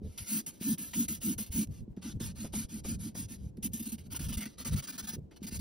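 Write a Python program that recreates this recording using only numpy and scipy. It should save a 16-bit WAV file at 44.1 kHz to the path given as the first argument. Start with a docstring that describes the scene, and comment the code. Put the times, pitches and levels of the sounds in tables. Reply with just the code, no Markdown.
"""Felt-tip hatching on paper

A felt-tip marker hatches short strokes on a sheet over a hollow plastic panel in a quiet cabin.
Random fibre catches ring sheet and air gap and hiss off the felt; snags, ticks and bumps add noise bursts.
The drag shakes the panel's low modes, knocks strike them, and the resting hand rumbles in lurches."""
import sys
import numpy as np
from scipy import signal
from scipy.fft import rfft, irfft, next_fast_len
from scipy.io import wavfile

SR = 44100
rng = np.random.default_rng(int(sys.argv[2]) if len(sys.argv) > 2 else 0)


def decibels_to_gain(level_db):
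    """Convert a level in decibels to a linear amplitude gain (20 dB per decade)."""
    exponent = np.asarray(level_db, float) / 20
    return 10 ** exponent


def output_pcm(signal):
    """Save a mono or channel-first signal as 16-bit PCM at the path in sys.argv[1].

    Samples are clipped to [-1, 1] before scaling.
    """
    pcm = np.clip(np.atleast_2d(signal).T, -1, 1) * 32767
    wavfile.write(sys.argv[1], SR, np.round(pcm).astype(np.int16))


N = 247167
SIDES = np.array([[1], [-1]])   # left, right


def rms_one(x):
    """Scales to rms 1."""
    return x / np.sqrt(np.mean(x ** 2) + 1e-20)


def drift(rate_hz):
    """Slow random wander of rms 1: noise twice through a one-pole low-pass."""
    r = np.exp(-2 * np.pi * rate_hz / SR)
    settle = 9000
    noise = rng.standard_normal(N + settle)
    return rms_one(signal.lfilter([1], [1, -2 * r, r * r], noise)[settle:])


def coloured(points):
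    """Noise of rms 1 with a spectrum given as (Hz, dB per Hz), interpolated over log frequency."""
    hz, db = np.transpose(points)
    size = next_fast_len(N)
    grid = np.fft.rfftfreq(size, 1 / SR) + 1
    gain = decibels_to_gain(np.interp(np.log(grid), np.log(hz), db))
    return rms_one(irfft(rfft(rng.standard_normal(size)) * gain, size)[:N])


def in_time(rows):
    """Each column after the first, interpolated over the times in the first."""
    s, *columns = np.transpose(rows)
    return [np.interp(np.arange(N) / SR, s, c) for c in columns]


def resonate(x, hz, width_hz):
    """Two-pole resonance with gain 1 on top."""
    r = np.exp(-np.pi * width_hz / SR)
    b = np.array([1, 0, -1]) * (1 - r * r) / 2
    return signal.lfilter(b, [1, -2 * r * np.cos(2 * np.pi * hz / SR), r * r], x)


def body(x, modes, wander_db):
    """Parallel modes of alternating sign; their strengths wander as the contact point moves."""
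    out = 0
    for k, (hz, width_hz, db) in enumerate(modes):
        gain = decibels_to_gain(db + wander_db * drift(10.9))
        out = out + (-1) ** k * gain * resonate(x, hz, width_hz)
    return out


def evened(x, share):
    """A driven body swells less by chance than free noise: part of its envelope is divided out."""
    envelope = np.abs(signal.hilbert(x, next_fast_len(N))[:N])
    return rms_one(x / (envelope + .15) ** share)


def dying_bursts(s, levels, t60_s):
    """One exponential decay per start time, for each row of levels."""
    starts = np.full((len(levels), N), 1e-18)
    starts[:, np.round(s * SR).astype(int)] = levels
    return signal.lfilter([1], [1, -decibels_to_gain(-60 / (t60_s * SR))], starts)


# Each row: start in seconds, length in seconds, time of the fastest moment as a share of the length
# (held to .02-.95), paper scrape height in dB, panel drag height in dB.
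STROKE_ROWS = [(0.0, 0.63, 0.27, -69, -99), (0.176, 0.14, 0, -51, -56), (0.239, 0.19, 0.59, -47.5, -35.5),
               (0.46, 0.067, 0.18, -52, -45), (0.51, 0.12, 0.2, -67.5, -88),
               (0.579, 0.19, 0.59, -50, -28.5), (0.777, 0.22, 0.09, -54, -45),
               (0.919, 0.16, 0.45, -49.5, -29.5), (1.077, 0.13, 0.16, -50.5, -36),
               (1.193, 0.17, 0.51, -50, -30), (1.376, 0.1, 0.17, -51, -37),
               (1.459, 0.051, 0.15, -61.5, -60), (1.494, 0.17, 0.54, -49.5, -29),
               (1.691, 0.14, 0.49, -67.5, -58.5), (1.965, 0.07, 0.07, -73.5, -36.5),
               (2.01, 0.14, 0.37, -53, -38), (2.12, 0.11, 0, -77, -80), (2.194, 0.15, 0.23, -51.5, -45),
               (2.338, 0.16, 0.49, -55.5, -39.5), (2.461, 0.075, 0.13, -69.5, -80),
               (2.516, 0.16, 0.35, -50.5, -36.5), (2.674, 0.15, 0.49, -57, -39),
               (2.827, 0.15, 0.45, -52, -36.5), (2.975, 0.14, 0.58, -56.5, -37.5),
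               (3.08, 0.077, 0.16, -72.5, -78), (3.139, 0.14, 0.35, -53.5, -39.5),
               (3.274, 0.11, 0.41, -59, -43.5), (3.34, 0.18, 0.52, -74, -87), (3.576, 0.028, 0, -78, -21.5),
               (3.62, 0.07, 0.43, -52, -34), (3.707, 0.04, 0.96, -64, -80), (3.731, 0.029, 0.28, -55, -29),
               (3.746, 0.12, 0.06, -57.5, -66), (3.792, 0.039, 0.25, -56.5, -33),
               (3.823, 0.067, 0.1, -58, -76), (3.851, 0.043, 0.37, -54.5, -34),
               (3.88, 0.049, 0.25, -58.5, -75), (3.915, 0.056, 0.23, -54.5, -33),
               (3.975, 0.068, 0.3, -66, -52.5), (4, 0.088, 0.95, -66, -40.5),
               (4.092, 0.059, 0.85, -50.5, -36.5), (4.141, 0.047, 0.51, -49.5, -54),
               (4.189, 0.045, 0.24, -52.5, -33), (4.202, 0.095, 0.31, -53, -72),
               (4.282, 0.054, 0.2, -51.5, -35), (4.323, 0.052, 0.2, -48.5, -41),
               (4.369, 0.054, 0.17, -50.5, -32.5), (4.403, 0.066, 0.23, -49.5, -41.5),
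               (4.454, 0.041, 0.07, -51, -32.5), (4.462, 0.12, 0.28, -65.5, -88),
               (4.566, 0.032, 0.7, -66, -80), (4.577, 0.076, 0.3, -51.5, -45.5),
               (4.643, 0.072, 0.3, -46, -40), (4.695, 0.066, 0.77, -49.5, -34.5),
               (4.751, 0.069, 0.5, -47, -53), (4.818, 0.06, 0.36, -53, -54),
               (4.866, 0.062, 0.42, -48.5, -48), (4.916, 0.069, 0.36, -54, -45.5),
               (4.974, 0.054, 0.34, -47.5, -47), (5.019, 0.06, 0.37, -54, -46),
               (5.064, 0.062, 0.42, -48, -45.5), (5.104, 0.067, 0.6, -52.5, -46),
               (5.307, 0.12, 0.08, -72.5, -98), (5.359, 0.034, 0.25, -62.5, -91),
               (5.4, 0.039, 0.67, -72, -80), (5.423, 0.051, 0.35, -55, -38),
               (5.462, 0.048, 0.34, -51.5, -44), (5.497, 0.095, 0.58, -51.5, -51),
               (5.582, 0.083, 0.42, -51.5, -21)]
# Exponents of tip speed, in order: scrape, hiss, panel, thin top.
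LAYER_SPEED_POWERS = (1.6, 2.43, 7.9, 3.7)
GRIP_S, LIFT_S = 0.00068, 0.013   # the felt bites fast and lets go slowly
GRIP_SHARE = 0.28   # share of the time to the fastest moment added to the grip
LIFT_SHARE = 0.06   # share of the length added to the lift
FIRM_STROKE_DB = -50
HISS_PER_SCRAPE, THIN_PER_SCRAPE = 1.26, 1.7   # dB per dB of scrape: light strokes are duller
AFTER_DB, AFTER_T60_S = (-13.5, -12.5, -16), 0.079   # rustle after the tip stops: scrape, hiss, thin top


def stroke_levels():
    """The tip speeds up from rest and slows to rest in each stroke; four layers follow that speed."""
    power, far, t = np.zeros((4, N)), np.zeros(N), np.arange(N) / SR
    exponents = np.array(LAYER_SPEED_POWERS)[:, None]
    for start_s, length_s, fastest, scrape_db, panel_db in STROKE_ROWS:
        now = (t > start_s) & (t < start_s + length_s)
        since_s, top = t[now] - start_s, np.clip(fastest, .02, .95)
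        u = since_s / length_s
        speed = (u / top) ** top * ((1 - u) / (1 - top)) ** (1 - top)   # 1 at the fastest moment
        grip = np.minimum(since_s / (GRIP_S + GRIP_SHARE * top * length_s), 1)
        lift = np.minimum((length_s - since_s) / (LIFT_S + LIFT_SHARE * length_s), 1)
        contact = (grip * lift) ** 2
        hiss_db = FIRM_STROKE_DB + HISS_PER_SCRAPE * (scrape_db - FIRM_STROKE_DB)
        thin_db = FIRM_STROKE_DB + THIN_PER_SCRAPE * (scrape_db - FIRM_STROKE_DB)
        heights = decibels_to_gain(np.array([scrape_db, hiss_db, panel_db, thin_db]))[:, None]
        power[:, now] += (heights * contact * speed ** exponents) ** 2
        far[now] = u if fastest > .3 else 1 - u   # the direction of travel along the sheet
    fade = decibels_to_gain(-120 / (AFTER_T60_S * SR))   # per sample, of power
    paper = [0, 1, 3]
    rustle = signal.lfilter([1 - fade], [1, -fade], power[paper])
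    power[paper] += decibels_to_gain(np.array(AFTER_DB))[:, None] ** 2 * rustle
    return *np.sqrt(power), far


def fibre_catches(per_s, spread_db):
    """Dense random slips of felt over paper fibres, a few much larger than the rest."""
    sizes = decibels_to_gain(spread_db * np.minimum(rng.exponential(1, N), 5)) * rng.choice([-1, 1], N)
    return sizes * (rng.random(N) < per_s / SR)


# Reflections off fingers and sleeve. Each row: mean delay in ms, level in dB.
ECHO_ROWS = [(1.301, -4), (2.895, -2.5), (5.301, -5.5)]


def echoed(x):
    """Close echoes whose paths change as the hand moves draw shifting stripes in the hiss."""
    at = np.arange(N)
    out = x
    for ms, db in ECHO_ROWS:
        delay = SR * ms / 1000 * (1 + .1 * drift(1.5))
        out = out + decibels_to_gain(db) * np.interp(np.round(at - delay), at, x)
    return out


# Paper resonances. Each row: frequency in Hz, width in Hz, level in dB.
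SHEET_MODES = [(907, 88, -6), (1738, 21, 2.5), (2058, 480, -1), (2780, 1030, -0.5), (3500, 890, 2),
               (4320, 670, 3.5), (4750, 520, 2.5), (6015, 560, 1.5)]
# Sheet resonances that vary from place to place. Each row: frequency in Hz, width in Hz, level in dB.
LOCAL_RING_MODES = [(1332, 550, -12.5), (2850, 580, -11.5), (4685, 380, -12.5)]
# Offsets of those resonances. Each row: time in seconds, near 1.35 kHz in dB, near 2.9 kHz in dB,
# near 5 kHz in dB.
LOCAL_RING_LEVELS = [(0, -1.5, -5, 3), (.6, 2.5, 3.5, -1.5), (1.1, -1.5, 3.5, 1), (1.7, 0, 4.5, -3.5),
                     (2.05, 4, 3.5, -1.5), (2.5, 1, -1, 2), (3.0, 1, -1.5, 4), (3.4, 1, 2.5, -1),
                     (3.65, -3.5, 8.5, -3), (3.85, -2.5, 5.5, -7), (4.15, 6, 4, 4), (4.33, 0, 6.5, 2),
                     (4.5, 3, -2, 0), (4.8, 4.5, -1.5, -3), (5.15, 5.5, -4, -7), (5.37, 4, 8, -1),
                     (5.6, -4, -10, 11)]
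# Air gap under the sheet. Each row: frequency in Hz, width in Hz, level in dB.
AIR_GAP_MODES = [(529, 78, 3.5), (973, 35, 5), (1227, 130, -5), (2133, 300, 4)]
# Felt resonances. Each row: frequency in Hz, width in Hz, level in dB.
FELT_HISS_MODES = [(6950, 600, 1), (7800, 500, -4), (8600, 500, 0), (9700, 600, -3), (10700, 1000, -1),
                   (11600, 500, -6), (12600, 1300, -4)]
# Offset of the highest felt resonance. Each row: time in seconds, level in dB.
FELT_TOP_LEVEL = [(0, 0), (1.0, 4), (1.2, 4), (1.7, -2), (2.1, -9), (2.5, -6), (2.9, -34), (3.4, -26.5),
                  (3.6, 2.5), (4.3, 1), (4.7, -12), (5.2, -16), (5.5, 3)]
# Near end, middle and far end of a stroke. Each row: frequency in Hz, width in Hz, level in dB.
WHISTLE_MODES = [(15500, 1000, 1), (14900, 1000, 2), (14300, 1000, 0)]
# Colour along the sheet. Each row: time in seconds, air-gap ring over the scrape in dB, hiss over the
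# scrape of a firm stroke in dB, thin top over that scrape in dB.
PLACE_LEVELS = [(0, -18.5, 6.5, 6), (.9, -11, 10, 17), (1.7, -16, 9.5, 13), (2.0, -5, 1, -1),
                (2.5, -26, 9, 9.5), (3.4, -23, 9.5, 12), (3.6, -23, 15.5, 16), (4.0, -12, 10, 17),
                (4.15, -6, 6, 10), (4.6, -6, 1, 5), (5.2, -11.5, 1.5, 8), (5.4, -6, 2.5, 6),
                (5.6, -32, 5, 9)]


def marker(scrape, hiss, thin, far):
    """Juddering slips ring sheet and gap and hiss off the felt; separate slips ring local sheet modes."""
    gap_db, felt_db, thin_db = in_time(PLACE_LEVELS)
    slips = echoed(fibre_catches(16000, spread_db=2.2) * decibels_to_gain(1.5 * drift(90)))
    sheet = rms_one(body(slips, SHEET_MODES, wander_db=1.5))
    separate_slips = echoed(fibre_catches(16000, spread_db=2.2))   # so that these rings add in power
    for (hz, width_hz, db), place_db in zip(LOCAL_RING_MODES, in_time(LOCAL_RING_LEVELS)):
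        sheet = sheet + decibels_to_gain(db + place_db) * rms_one(resonate(separate_slips, hz, width_hz))
    gap = decibels_to_gain(gap_db) * rms_one(body(slips, AIR_GAP_MODES, wander_db=4.0))
    lower = body(slips, FELT_HISS_MODES[:-1], wander_db=2.5)
    highest = decibels_to_gain(in_time(FELT_TOP_LEVEL)[0]) * body(slips, FELT_HISS_MODES[-1:], wander_db=2.5)
    steep = signal.butter(4, 6000, "high", fs=SR, output="sos")
    felt = decibels_to_gain(felt_db) * rms_one(signal.sosfilt(steep, lower + highest))
    near_end, middle, far_end = [decibels_to_gain(db) * resonate(resonate(slips, hz, width_hz), hz, width_hz)
                                 for hz, width_hz, db in WHISTLE_MODES]
    whistle = (1 - 2 * far).clip(0) * near_end   # pitch falls towards the far end
    whistle = whistle + (1 - np.abs(1 - 2 * far)) * middle + (2 * far - 1).clip(0) * far_end
    return scrape * (sheet + gap) + hiss * felt + thin * decibels_to_gain(thin_db) * rms_one(whistle)


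# The tip snags and the sheet buckles. Each row: start in seconds, rms before the onset is smoothed
# in dB, crispness 0-1.
SNAG_ROWS = [(0.02, -78.5, 0.6), (0.055, -72, 0.15), (0.182, -44.5, 0.93), (0.464, -69, 0.5),
             (0.619, -44.5, 0.8), (0.776, -53, 1), (0.933, -41, 0.93), (1.082, -48, 0.7),
             (1.216, -49.5, 0.98), (1.384, -41, 0.33), (1.969, -48.5, 0.05), (2.202, -42, 0.03),
             (2.445, -36.5, 0.13), (2.535, -34, 0.15), (2.847, -37.5, 0.08), (3.151, -39.5, 0),
             (3.627, -50.5, 1), (3.983, -53, 0.7), (4.144, -44, 0.45), (4.321, -43.5, 0.75),
             (4.657, -44, 0.34), (5.316, -48.5, 0.15), (5.475, -52, 0), (5.546, -45.5, 0.1)]
# Each row: frequency in Hz, level in dB per Hz.
SNAG_DULL_COLOUR = [(250, 16), (550, 6.5), (700, 2.5), (1100, -4), (2300, -10), (4000, -62)]
# Each row: frequency in Hz, level in dB per Hz.
SNAG_CRISP_COLOUR = [(700, -31), (1400, -9), (2000, -12), (2900, 12), (4000, -0.5), (6000, -4.5),
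                     (9000, -44)]
SNAG_T60_S = 0.092
SNAG_GAP_DB = 4   # gap ring above its ring under the scrape


def snags():
    """Each snag is a short papery puff that dies fast: dull thud, crisp rasp and a ring of the air gap."""
    s, db, crisp = np.transpose(SNAG_ROWS)
    crisp = np.clip(crisp, 0, 1)
    dying = dying_bursts(s, decibels_to_gain(db) * np.array([1 - crisp, crisp]), SNAG_T60_S)
    dull, rasp = signal.lfilter([.02], [1, -.98], dying)   # softens the onset
    gap_db = in_time(PLACE_LEVELS)[0] + SNAG_GAP_DB
    gap = decibels_to_gain(gap_db) * rms_one(body(rng.standard_normal(N), AIR_GAP_MODES, wander_db=4.0))
    return dull * coloured(SNAG_DULL_COLOUR) + rasp * (coloured(SNAG_CRISP_COLOUR) + gap)


# The tip touches or leaves the sheet. Each row: start in seconds, starting level in dB, dullness 0-1.
TICK_ROWS = [(0.175, -49, 0.5), (1.672, -54.5, 0.04), (1.93, -72, 0.95), (1.965, -63, .2),
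             (1.972, -62, 0.5), (2.015, -60, .1), (3.57, -57, 0.16), (3.572, -59, 0.4), (3.676, -54, 0.5),
             (4.764, -52, .3), (5.313, -56, 0.7), (5.366, -62, 0.4), (5.473, -44, 0.15)]
# Each row: frequency in Hz, level in dB per Hz.
TICK_DULL_COLOUR = [(500, 1), (2200, 12), (3500, -6), (6000, -18), (12000, -33)]
# Each row: frequency in Hz, level in dB per Hz.
TICK_BRIGHT_COLOUR = [(1000, -18), (3300, 1), (7000, 0), (11000, -4), (16000, -4)]
TICK_T60_S = 0.02


def ticks():
    """Each contact is a very short burst of noise, a mix of dull and bright."""
    s, db, dull = np.transpose(TICK_ROWS)
    dull = np.clip(dull, 0, 1)
    low, high = dying_bursts(s, decibels_to_gain(db) * np.array([dull, 1 - dull]), TICK_T60_S)
    return low * coloured(TICK_DULL_COLOUR) + high * coloured(TICK_BRIGHT_COLOUR)


# The side of the hand bumps the sheet. Each row: start in seconds, rms before the onset is smoothed in dB.
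BUMP_ROWS = [(0.02, -49), (0.045, -47), (0.06, -48), (2.442, -40), (5.165, -47), (5.18, -46), (5.314, -63),
             (5.547, -53)]
# Each row: frequency in Hz, level in dB per Hz.
BUMP_NOISE_COLOUR = [(100, -12), (250, 2.5), (450, 4), (620, -12.5), (800, -28), (1200, -75)]
BUMP_T60_S = 0.065


def bumps():
    """A soft low thump: dull noise that swells quickly and dies."""
    s, db = np.transpose(BUMP_ROWS)
    dying = dying_bursts(s, decibels_to_gain(db)[None], BUMP_T60_S)[0]
    swell = signal.lfilter([.01], [1, -.99], dying)
    return swell * evened(coloured(BUMP_NOISE_COLOUR), share=.5)


# Two phase patterns between left and right treble, A and B. Each row: frequency in Hz, lead of the
# right side in turns in pattern A, the same in pattern B.
PHASE_PATTERNS = [(0, 0, 0), (5000, .015, .015), (5900, .1, .16), (6500, .33, .45), (6850, .47, .5),
                  (7100, .5, .5), (7900, .5, .5), (8300, .62, .5), (8700, .72, .6), (9900, .95, .9),
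                  (10300, 1, 1), (11600, 1, 1), (12100, 1.04, 1.08), (13000, 1.22, 1.3), (13500, 1.33, 1.5),
                  (14200, 1.5, 1.5), (14900, 1.5, 1.5), (15300, 1.68, 1.5), (16000, 1.76, 1.52),
                  (17000, 1.8, 1.55)]
# Crossfade from A to B. Each row: time in seconds, share of B 0-1.
PATTERN_MIX_ROWS = [(0, 0.7), (.24, 1), (.3, 0), (1.0, 0.3), (1.7, 0.04), (2.0, 1), (2.2, 0.1), (2.3, 0.55),
                    (2.55, 0.7), (3.4, 0.5), (3.7, .5), (4.1, 0.2), (4.5, 0), (4.8, 0), (5.6, 0)]
PATTERN_MIX_WOBBLE = .25   # rms, before the mix is held to 0-1


def treble_phase(x):
    """Left and right treble differ in phase by frequency, in a wandering crossfade of two patterns."""
    hz, *leads = np.transpose(PHASE_PATTERNS)
    size = next_fast_len(N)
    grid = np.fft.rfftfreq(size, 1 / SR)
    halves = [np.exp(1j * np.pi * np.interp(grid, hz, turns)) for turns in leads]
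    pattern_a, pattern_b = [irfft(rfft(x, size) * np.array([1 / half, half]), size)[:, :N]
                            for half in halves]
    mix = np.clip(in_time(PATTERN_MIX_ROWS)[0] + PATTERN_MIX_WOBBLE * drift(5.0), 0, 1)
    return (1 - mix) * pattern_a + mix * pattern_b


# Bands where left and right pass from in step to opposed. Each row: frequency in Hz, level in dB per Hz.
SCATTER_HISS_COLOUR = [(5000, -40), (6200, -3), (6850, -45), (8050, -45), (9200, 0), (10300, -45),
                       (11600, -45), (13000, -6), (13900, -45), (15000, -45), (16000, -25)]
SCATTER_HISS_DB = -8.0
STRAY_DB, STRAY_SWING_DB = -35, 5   # faint broad treble, mean and rms swing


def scattered(scrape, hiss):
    """Scrape noise opposed between the sides, and felt hiss drawn separately for each."""
    scrape_colour = [(500, -6.5), (1000, -1.0), (2000, -10.5), (4000, -3.5), (5500, -4.5), (6800, -53.5)]
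    opposed = decibels_to_gain(-9.0) * scrape * coloured(scrape_colour) * SIDES
    felt_db = in_time(PLACE_LEVELS)[1]
    unlike = np.array([coloured(SCATTER_HISS_COLOUR) for side in SIDES])
    stray_colour = [(5500, -40), (6500, 0), (16000, 0)]
    stray = np.array([coloured(stray_colour) for side in SIDES])
    stray_level = decibels_to_gain(STRAY_DB + STRAY_SWING_DB * drift(7.0) + felt_db) * hiss
    return opposed + decibels_to_gain(SCATTER_HISS_DB + felt_db) * hiss * unlike + stray_level * stray


# Each row: frequency in Hz, width in Hz under drag, level in dB.
HOLLOW_PANEL_MODES = [(215.2, 14.1, 5), (303, 41, -9.5), (187.7, 5.6, -1), (355, 32, -22.5)]
# Tip or hand knocking the panel. Each row: start in seconds, peak in dB before the side balance.
KNOCK_ROWS = [(0.017, -34), (0.057, -36.5), (0.611, -30.5), (1.708, -50), (1.825, -44), (1.878, -36),
              (1.974, -29.5), (2.17, -35.5), (2.208, -29.5), (3.579, -33.5), (5.135, -35.5), (5.164, -40),
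              (5.184, -37), (5.418, -34), (5.522, -33.5)]
KNOCK_TOP_HZ = 340
PANEL_LAG_S = 0.0094   # the panel takes a moment to build up


def panel(drag):
    """Uneven drag and soft knocks shake the hollow panel under the sheet."""
    lag = np.exp(-1 / (PANEL_LAG_S * SR))
    drag = signal.lfilter([1 - lag], [1, -lag], drag)
    modes = rms_one(body(rng.standard_normal(N), HOLLOW_PANEL_MODES, wander_db=2.5))
    heavy = signal.butter(3, 380, fs=SR, output="sos")   # the heavy panel passes no treble
    out = signal.sosfilt(heavy, drag * evened(modes, share=.6))
    soft_contact = signal.butter(4, KNOCK_TOP_HZ, fs=SR, output="sos")
    for s, peak_db in KNOCK_ROWS:
        blow = np.zeros(round(.15 * SR))
        blow[0] = 1
        soft = signal.sosfilt(soft_contact, blow)
        ring = sum(decibels_to_gain(db) * resonate(soft, hz, 2.5 * width_hz) for hz, width_hz, db in HOLLOW_PANEL_MODES)
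        knock = decibels_to_gain(peak_db) * ring / np.abs(ring).max()
        out = out + np.pad(knock, (round(s * SR), N))[:N]
    side_colour = [(120, -43.5), (220, -3.0), (330, -18.0), (500, -24.0), (1000, -67)]
    return out * decibels_to_gain(-.5 * SIDES) + decibels_to_gain(-19.0) * drag * coloured(side_colour) * SIDES


# Rumble between lurches. Each row: time in seconds, level in dB.
REST_LEVEL = [(0, -54.5), (.4, -62.5), (.62, -68), (.9, -57.5), (1.3, -49.5), (2.0, -57.5), (2.7, -51),
              (2.95, -41.5), (3.1, -52), (3.8, -53), (4.15, -52), (4.65, -51.5), (4.85, -74), (5.15, -50.5),
              (5.32, -70), (5.6, -63)]
# The hand lurches on the panel. Each row: time of greatest weight in seconds, half-length in seconds,
# level in dB.
LURCH_ROWS = [(0.062, 0.21, -40), (0.219, 0.091, -44.5), (1.37, 0.083, -45), (1.506, 0.034, -38.5),
              (1.559, 0.05, -38.5), (1.704, 0.14, -36), (1.818, 0.14, -37.5), (1.916, 0.12, -42.5),
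              (2.157, 0.1, -33.5), (2.272, 0.4, -39.5), (2.392, 0.19, -47), (2.65, 0.019, -30.5),
              (3.065, 0.053, -41), (3.24, 0.17, -44.5), (3.448, 0.27, -39.5), (3.676, 0.31, -44),
              (4.284, 0.44, -37.5), (4.375, 0.038, -32), (4.745, 0.25, -30), (5.029, 0.09, -50),
              (5.187, 0.054, -35.5), (5.236, 0.19, -46.5), (5.589, 0.29, -41)]
# Each row: frequency in Hz, level in dB per Hz.
HAND_RUMBLE_COLOUR = [(15, -27), (30, -14.5), (80, -0.5), (120, -5.5), (200, -10), (300, -31.5),
                      (550, -36.5), (900, -67)]
LURCH_POWER = 20.5   # how pointed the swell of a lurch is


def hand():
    """Lumpy low rumble of the resting hand; each lurch swells and fades evenly."""
    t = np.arange(N) / SR
    power = decibels_to_gain(in_time(REST_LEVEL)[0] + 3.87 * drift(3.06)) ** 2
    for s, half_s, db in LURCH_ROWS:
        swell = np.cos(np.pi / 2 * np.clip((t - s) / half_s, -1, 1)).clip(0) ** LURCH_POWER
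        power = power + (decibels_to_gain(db) * swell) ** 2
    shared = evened(coloured(HAND_RUMBLE_COLOUR), share=0.023)
    opposed = decibels_to_gain(-10.5) * coloured(HAND_RUMBLE_COLOUR) * SIDES
    return np.sqrt(power) * (shared + opposed)


# Each row: frequency in Hz, level in dB per Hz.
CABIN_AIR_COLOUR = [(100, -12.5), (200, -2.5), (300, -4), (455, -11), (725, -22), (950, -26), (1150, -35),
                    (1900, -42), (4000, -46), (7500, -51), (16000, -67.5)]


def cabin_air():
    """Steady low noise, its shared and its opposed part equally strong."""
    part_db = -62
    return decibels_to_gain(part_db) * (coloured(CABIN_AIR_COLOUR) + coloured(CABIN_AIR_COLOUR) * SIDES)


def scene():
    """Marker, panel and hand; the low sounds differ a little between the sides, the cabin air much more."""
    scrape, hiss, drag, thin, far = stroke_levels()
    tip = treble_phase(marker(scrape, hiss, thin, far) + snags() + ticks() + bumps())
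    return tip + scattered(scrape, hiss) + panel(drag) + hand() + cabin_air()


def top_cut(x):
    """Nothing passes above the cut-off."""
    return signal.sosfilt(signal.butter(12, 16470, fs=SR, output="sos"), x)


def record(dry):
    """The top is cut steeply, 50 dB down from 15.9 kHz."""
    steep = signal.cheby2(24, 50, 15900, fs=SR, output="sos")
    mix = signal.sosfilt(steep, dry)
    return top_cut(mix)


dry = scene()
out = record(dry)
output_pcm(out)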